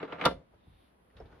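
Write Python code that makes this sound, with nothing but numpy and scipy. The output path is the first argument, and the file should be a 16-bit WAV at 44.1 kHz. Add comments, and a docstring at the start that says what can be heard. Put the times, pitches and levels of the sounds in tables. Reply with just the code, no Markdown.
"""A cam scrapes and catches as a hand turns the brass thumb-turn of a deadbolt in a wooden door,
close to a stereo pair of microphones, slightly to the left, in a quiet room.
The spring snaps the bolt home: a steel tick, a ring of the lock case, a thud of the door.
Then the door knocks softly in its frame, small metal parts tick and a sleeve rustles as the hand
moves away, over faint room air and hiss."""
import sys
import numpy as np
from scipy import signal
from scipy.fft import rfft, irfft
from scipy.io import wavfile

SR = 44100
rng = np.random.default_rng(int(sys.argv[2]) if len(sys.argv) > 2 else 0)


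def int16_out(signal):
    """Quantize to a 16-bit WAV file."""
    q = np.round(np.clip(np.atleast_2d(signal).T, -1, 1) * 32767)
    wavfile.write(sys.argv[1], SR, q.astype(np.int16))


N = 61739
T = np.arange(N) / SR
BIN_HZ = np.maximum(np.arange(N // 2 + 1) * SR / N, 1)
BANDS_HZ = 31.25 * 2 ** np.arange(0, 9.1, .5)

# contacts in the lock (time [s], door thud [dB], lock case [dB], steel tick [dB])
LOCK_CONTACTS = [(.001, -48.5, -48, -47), (0.0284, -47, -38.5, -37), (0.049, -47, -45.5, -59.5),
                 (0.1231, -39.5, -38.5, -37), (0.127, -39.5, -38.5, -45.5), (0.1933, -54, -43, -49),
                 (0.212, -40, -34, -27), (0.223, -42, -36.5, -37), (0.2395, -43.5, -28.5, -35),
                 (0.2503, -34.5, -26, -30.5), (0.2565, -25, -17.5, -34.5), (0.2611, -21.5, -18, -26),
                 (0.27, -32.5, -27.5, -40), (0.281, -31.5, -38, -46), (0.309, -32.5, -53.5, -45)]
# the door knocks in its frame (time [s], low boom [dB], wood [dB], click [dB])
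DOOR_KNOCKS = [(0.028, -69, -29, -75), (0.044, -87, -35.5, -61), (0.256, -40, -22.5, -61),
               (0.31, -39, -44, -49), (.535, -57.5, -59, -96), (0.668, -47, -63, -86.5),
               (.71, -52, -78, -86), (1.147, -52, -63.5, -84.5), (1.169, -47.5, -55, -56.5),
               (1.201, -54, -40, -66), (1.215, -40.5, -49.5, -87), (1.257, -64, -54.5, -64.5),
               (1.317, -45.5, -61, -71)]
# the bolt's hard edge cracks against its stop (time [s], level [dB])
BOLT_SNAPS = [(0.253, -23.5), (0.2559, -25), (0.263, -33.5)]
# brushes of skin and sleeve (time [s], length [s], level [dB])
SLEEVE_BRUSHES = [(0.529, 0.12, -86.5), (0.692, 0.079, -83), (0.818, 0.17, -81), (1.087, 0.36, -82.5)]
# loose metal parts are touched (time [s], level [dB], pitch [Hz], t60 [s])
METAL_TICKS = [(1.103, -60.5, 1906, 0.01), (1.1114, -62, 1920, 0.013), (1.1672, -56.5, 3580, 0.022),
               (1.201, -63, 5340, 0.029), (1.325, -55.5, 1880, .014), (1.328, -54.5, 1450, 0.048)]

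# swells of the cam's scrape, the hand's rustle and the hiss (time [s], level [dB])
SCRAPE_SWELL = [(0, -42), (.06, -53.5), (.1, -47), (.14, -45), (.172, -52), (.2, -40.5), (.22, -37),
                (.25, -34.5), (.27, -47)]
RUSTLE_SWELL = [(.4, -72.5), (.5, -88.5), (.545, -72), (.58, -85), (1.12, -82), (1.19, -67), (1.28, -72.5),
                (1.335, -66.5), (1.4, -70)]
HISS_SWELL = [(0, -88.5), (.55, -83), (.65, -79.5), (.85, -74.5), (.97, -86.5), (1.4, -75.5)]

# ringing modes of each part (frequency [Hz], relative level [dB], t60 [s])
DOOR_RING = [(140.5, -19.5, .28), (167.5, -10, .22), (187, -12, .19), (285.5, -8.5, .15),
             (405, -14.5, 0.042), (474.4, -5.5, 0.072), (511.3, -6.5, .14), (548.5, -10.5, .18),
             (629, -6.5, 0.084), (700, -10, 0.099)]
CASE_RING = [(901, -7, 0.083), (972.5, -7, 0.055), (1162, -6.5, 0.066), (1219.4, -6.5, 0.061),
             (1363.6, -1, 0.057), (1576, -21.5, 0.13), (1769, -16, 0.052), (1880, -20, .045)]
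STEEL_RING = [(2058, -9.5, 0.12), (2189, -17, .07), (2635, -13.5, .05), (2864, -12, 0.031),
              (3498, -17, 0.037), (3920, -24, .05)]  # cam and spring
PANEL_RING = [(46, -9.5, 0.31), (67.6, -2, .26), (115.3, -14.5, 0.28), (171.2, -13.5, .19)]
FRAME_RING = [(361.8, -14.5, 0.17), (445.5, 0.5, 0.073), (512.4, -8.5, 0.063), (683.4, -4, 0.029),
              (728, -20, .07)]
BOLT_RING = [(3526, 2, 0.03), (3850, -7, 0.017), (4457, -7, 0.033), (5260, -13.5, 0.041),
             (6404, -15.5, 0.045), (10110, -17, 0.025)]
LANDING_RING = [(279, -8, 0.013), (477, 1.5, .022), (943, -7, 0.023)]  # the door under the bolt's full weight

# dense, short-lived vibration of the parts (frequency [Hz], relative level per half octave [dB])
SCRAPE_COLOUR = [(40, -36), (160, -18), (550, -9), (1200, -7), (2300, -11.5), (4000, -24), (7000, -42.5),
                 (16000, -47.5)]
DOOR_COLOUR = [(40, -39.5), (100, -23.5), (160, -11), (250, -13), (470, -3), (750, -14), (3000, -32),
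               (16000, -87.5)]
CASE_COLOUR = [(100, -50), (500, -18), (1100, -7), (1600, -13.5), (2400, -21.5), (3600, -13.5), (6000, -40),
               (16000, -69)]
STEEL_COLOUR = [(500, -39), (1400, -14), (2300, -4.5), (3500, -15), (4800, -27), (7000, -43.5),
                (10000, -42.5), (16000, -61.5)]
BOOM_COLOUR = [(25, -30.5), (45, -13.5), (68, -11), (100, -13), (170, -14.5), (300, -21.5), (1000, -64),
               (16000, -94)]
WOOD_COLOUR = [(60, -41), (200, -19), (330, -8.5), (470, -12.5), (800, -11.5), (1400, -21), (3000, -34.5),
               (16000, -71)]
CLICK_COLOUR = [(300, -28), (1200, -8.5), (3600, -7), (5000, -11.5), (8000, -40), (16000, -44)]
SNAP_COLOUR = [(1000, -36.5), (2500, -9.5), (3800, 0), (5000, -5.5), (7200, -22), (10000, -10),
               (13000, -21.5), (16000, -12)]
# noise of hand, sleeve and room (frequency [Hz], relative level per half octave [dB])
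RUSTLE_COLOUR = [(40, -3.5), (170, -17.5), (450, 3), (1500, -3.5), (3000, -14.5), (6000, -21),
                 (16000, -50.5)]
BRUSH_COLOUR = [(7500, -29), (10200, 1), (12000, -7), (16000, -19)]
AIR_COLOUR = [(25, -90.5), (65, -72.5), (100, -83), (190, -75), (400, -76.5), (1000, -76.5), (3000, -87),
              (7000, -99), (10500, -94), (16000, -108)]
HISS_COLOUR = [(300, -20), (1000, -12), (3300, -3), (4500, -8), (7500, -32), (10500, -10.5), (16000, -28)]
WHISTLE_COLOUR = [(2800, -105), (3620, -72), (4900, -108)]

# decay of the room (frequency [Hz], t60 [s])
ROOM_DECAY = [(60, 0.39), (200, .24), (500, .3), (1200, .19), (3500, .18), (11000, 0.22), (16000, .08)]
# strength of the room's tail (frequency [Hz], level [dB])
ROOM_LEVEL = [(60, -6.5), (170, -8.5), (500, -12.5), (1200, -20.5), (3500, -10), (11000, -13), (15000, -21)]
# stereo width at the microphones (frequency [Hz], side over mid [dB])
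WIDTH = [(60, -21.5), (150, -23), (300, -11.5), (550, -5.5), (1200, -4), (2200, -7.5), (4500, 1),
         (12000, -5.5)]


def undb(db):
    """Decibels to gain."""
    return 10 ** (np.asarray(db) / 20)


def at(points, hz):
    """Read a spectrum on a log-frequency axis."""
    freqs, values = np.array(points).T
    return np.interp(np.log(hz), np.log(freqs), values)


def swell(points):
    """Gain over time from (time [s], level [dB]) points."""
    return undb(np.interp(T, *np.array(points).T))


def fade(t, t60):
    """Exponential decay, 60 dB down at t60."""
    return np.exp(-np.log(1000) * t / t60)


def noise(colour, wider_db=0):
    """Stereo noise of the given half-octave levels; its width depends on frequency."""
    mid, side = np.exp(2j * np.pi * rng.random((2, len(BIN_HZ))))
    width = undb(at(WIDTH, BIN_HZ) + wider_db)
    pair = (mid + np.array([[1], [-1]]) * width * side) / np.sqrt(1 + width ** 2)
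    per_half_octave = np.sqrt(N * SR / np.log(2) / np.maximum(BIN_HZ, BANDS_HZ[0]))
    return irfft(pair * undb(at(colour, BIN_HZ)) * per_half_octave, N)


def shaking(times, dbs, t60, attack_s):
    """Strength of a vibration: every blow adds its energy, which then dies away."""
    power = np.zeros(N)
    for time, db in zip(times, dbs):
        start = int(np.clip(time * SR, 0, N - 1))
        age = T[:min(N - start, int(1.5 * t60 * SR))]
        rise = 1 - np.exp(-(age / attack_s) ** 2)
        power[start:start + len(age)] += (undb(db) * rise * fade(age, t60)) ** 2
    return np.sqrt(power)


def ring(times, dbs, modes, wider_db=0, rise_cycles=0.86, slowest_rise_s=.005):
    """Modes ring after the blows; each reaches the two microphones in its own phase."""
    out = 0
    for k, (hz, db, t60) in enumerate(modes):
        spread = (-1) ** k * np.arctan(undb(at(WIDTH, hz) + wider_db)) * np.array([[1], [-1]])
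        tone = np.sin(2 * np.pi * (hz * T + rng.random()) + spread)
        attack_s = min(rise_cycles / hz, slowest_rise_s)
        out = out + undb(db) * shaking(times, dbs, t60, attack_s) * tone
    return out


def bursts(times, dbs, colour, t60, attack_s):
    """Dense vibration that jumps at every blow and dies away."""
    return shaking(times, dbs, t60, attack_s) * noise(colour)


def struck(time, db, modes):
    """One clean blow: all modes start together and die away."""
    age = np.maximum(T - time, 0)
    return sum(undb(db + mode_db) * np.sin(2 * np.pi * hz * age) * fade(age, t60)
               for hz, mode_db, t60 in modes)


def cam_scrape(slips_per_s=300, scatter_db=2, case_db=-6, door_db=-4, steel_db=-8):
    """Winding the spring, the cam sticks and slips in tiny steps that ring lock and door."""
    gap_jitter, level_jitter = rng.standard_normal((300, 2)).T
    times = np.cumsum(np.exp(0.4 * gap_jitter)) / slips_per_s
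    dbs = scatter_db * level_jitter + np.interp(times, *np.array(SCRAPE_SWELL).T)
    turning = times < SCRAPE_SWELL[-1][0]
    times, dbs = times[turning], dbs[turning]
    return (bursts(times, dbs, SCRAPE_COLOUR, t60=0.047, attack_s=.0012)
            + ring(times, dbs + case_db, CASE_RING)
            + ring(times, dbs + door_db, DOOR_RING)
            + ring(times, dbs + steel_db, STEEL_RING))


def room_tone(whistle_span_s=(0.53, 0.92)):
    """Still air all around, and a faint hiss that comes and goes with a brief, rough whistle in it."""
    whistle_swell = np.sin(np.pi * np.interp(T, whistle_span_s, (0, 1)))
    whistle = whistle_swell * noise(WHISTLE_COLOUR, wider_db=-2)
    air = noise(AIR_COLOUR, wider_db=9.5)
    hiss = swell(HISS_SWELL) * noise(HISS_COLOUR, wider_db=-2.5)
    return air + hiss + whistle


def hand_rustle():
    """Hand and sleeve rustle as they move near the microphones."""
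    return swell(RUSTLE_SWELL) * noise(RUSTLE_COLOUR, wider_db=0.5)


def lock_contacts():
    """Every contact in the lock shakes the door, the lock case and the small steel parts."""
    times, door_db, case_db, steel_db = np.array(LOCK_CONTACTS).T
    return (ring(times, door_db, DOOR_RING, wider_db=-3)
            + bursts(times, door_db, DOOR_COLOUR, t60=0.08, attack_s=0.0014)
            + ring(times, case_db, CASE_RING, wider_db=-8.5)
            + bursts(times, case_db, CASE_COLOUR, t60=0.065, attack_s=0.00066)
            + ring(times, steel_db, STEEL_RING)
            + bursts(times, steel_db, STEEL_COLOUR, t60=0.046, attack_s=0.00063))


def door_knocks(rattle_db=-10):
    """The loose door booms and knocks in its frame, and the bolt rattles faintly."""
    times, boom_db, wood_db, click_db = np.array(DOOR_KNOCKS).T
    return (ring(times, boom_db, PANEL_RING)
            + bursts(times, boom_db, BOOM_COLOUR, t60=0.26, attack_s=0.0062)
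            + ring(times, wood_db, FRAME_RING)
            + bursts(times, wood_db, WOOD_COLOUR, t60=0.089, attack_s=0.0055)
            + ring(times, click_db + rattle_db, BOLT_RING)
            + bursts(times, click_db, CLICK_COLOUR, t60=0.12, attack_s=0.00021))


def bolt_snap(landing_s=.2622, landing_db=-18.5):
    """The bolt shoots home with a bright, dry crack, rebounds, and lands with a low knock."""
    times, dbs = np.array(BOLT_SNAPS).T
    return (ring(times, dbs, BOLT_RING)
            + bursts(times, dbs, SNAP_COLOUR, t60=0.024, attack_s=0.00058)
            + struck(landing_s, landing_db, LANDING_RING))


def sleeve_brushes():
    """Each brush of skin or sleeve swells and fades as a thin, high rustle."""
    strength = sum(undb(db) * np.exp(-(2 * (T - time) / length) ** 2)
                   for time, length, db in SLEEVE_BRUSHES)
    return strength * noise(BRUSH_COLOUR)


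def metal_ticks(contact_db=-11):
    """Each touched part gives a tiny contact noise and rings at its own pitch."""
    times, dbs = np.array(METAL_TICKS).T[:2]
    pings = sum(struck(time, db, [(hz, 0, t60)]) for time, db, hz, t60 in METAL_TICKS)
    return pings + bursts(times, dbs + contact_db, CLICK_COLOUR, t60=.015, attack_s=0.00037)


def room_tail(source, build_s=0.0085):
    """The room answers with a short diffuse tail, longest in the bass."""
    flat = [(hz, 10 * np.log10(hz / SR * np.log(2))) for hz in BANDS_HZ]
    white = rfft(noise(flat, wider_db=1.5))
    build = 1 - np.exp(-(T / build_s) ** 2)
    response = 0
    for hz in BANDS_HZ:
        shape = build * fade(T, at(ROOM_DECAY, hz))
        band = irfft(white * np.maximum(1 - 2 * np.abs(np.log2(BIN_HZ / hz)), 0), N)
        response = response + undb(at(ROOM_LEVEL, hz)) * band * shape / np.sqrt(np.sum(shape ** 2))
    return signal.fftconvolve(source[None], response, axes=-1)[:, :N]


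def scene(left_lead_samples=1):
    """Lock and hand close up in a quiet room; their sound reaches the left microphone first."""
    near = lock_contacts() + bolt_snap() + cam_scrape() + door_knocks()
    near += hand_rustle() + metal_ticks() + sleeve_brushes()
    near[1] = np.pad(near[1], (left_lead_samples, 0))[:N]
    return near + room_tail(near.mean(axis=0)) + room_tone()


def record(dry, low_cut_hz=46.7, top_hz=16000):
    """The recorder cuts the deepest bass and the top."""
    dry = signal.sosfilt(signal.butter(2, low_cut_hz, "high", fs=SR, output="sos"), dry)
    return signal.sosfilt(signal.ellip(8, .2, 70, top_hz, fs=SR, output="sos"), dry)


dry = scene()
out = record(dry)
int16_out(out)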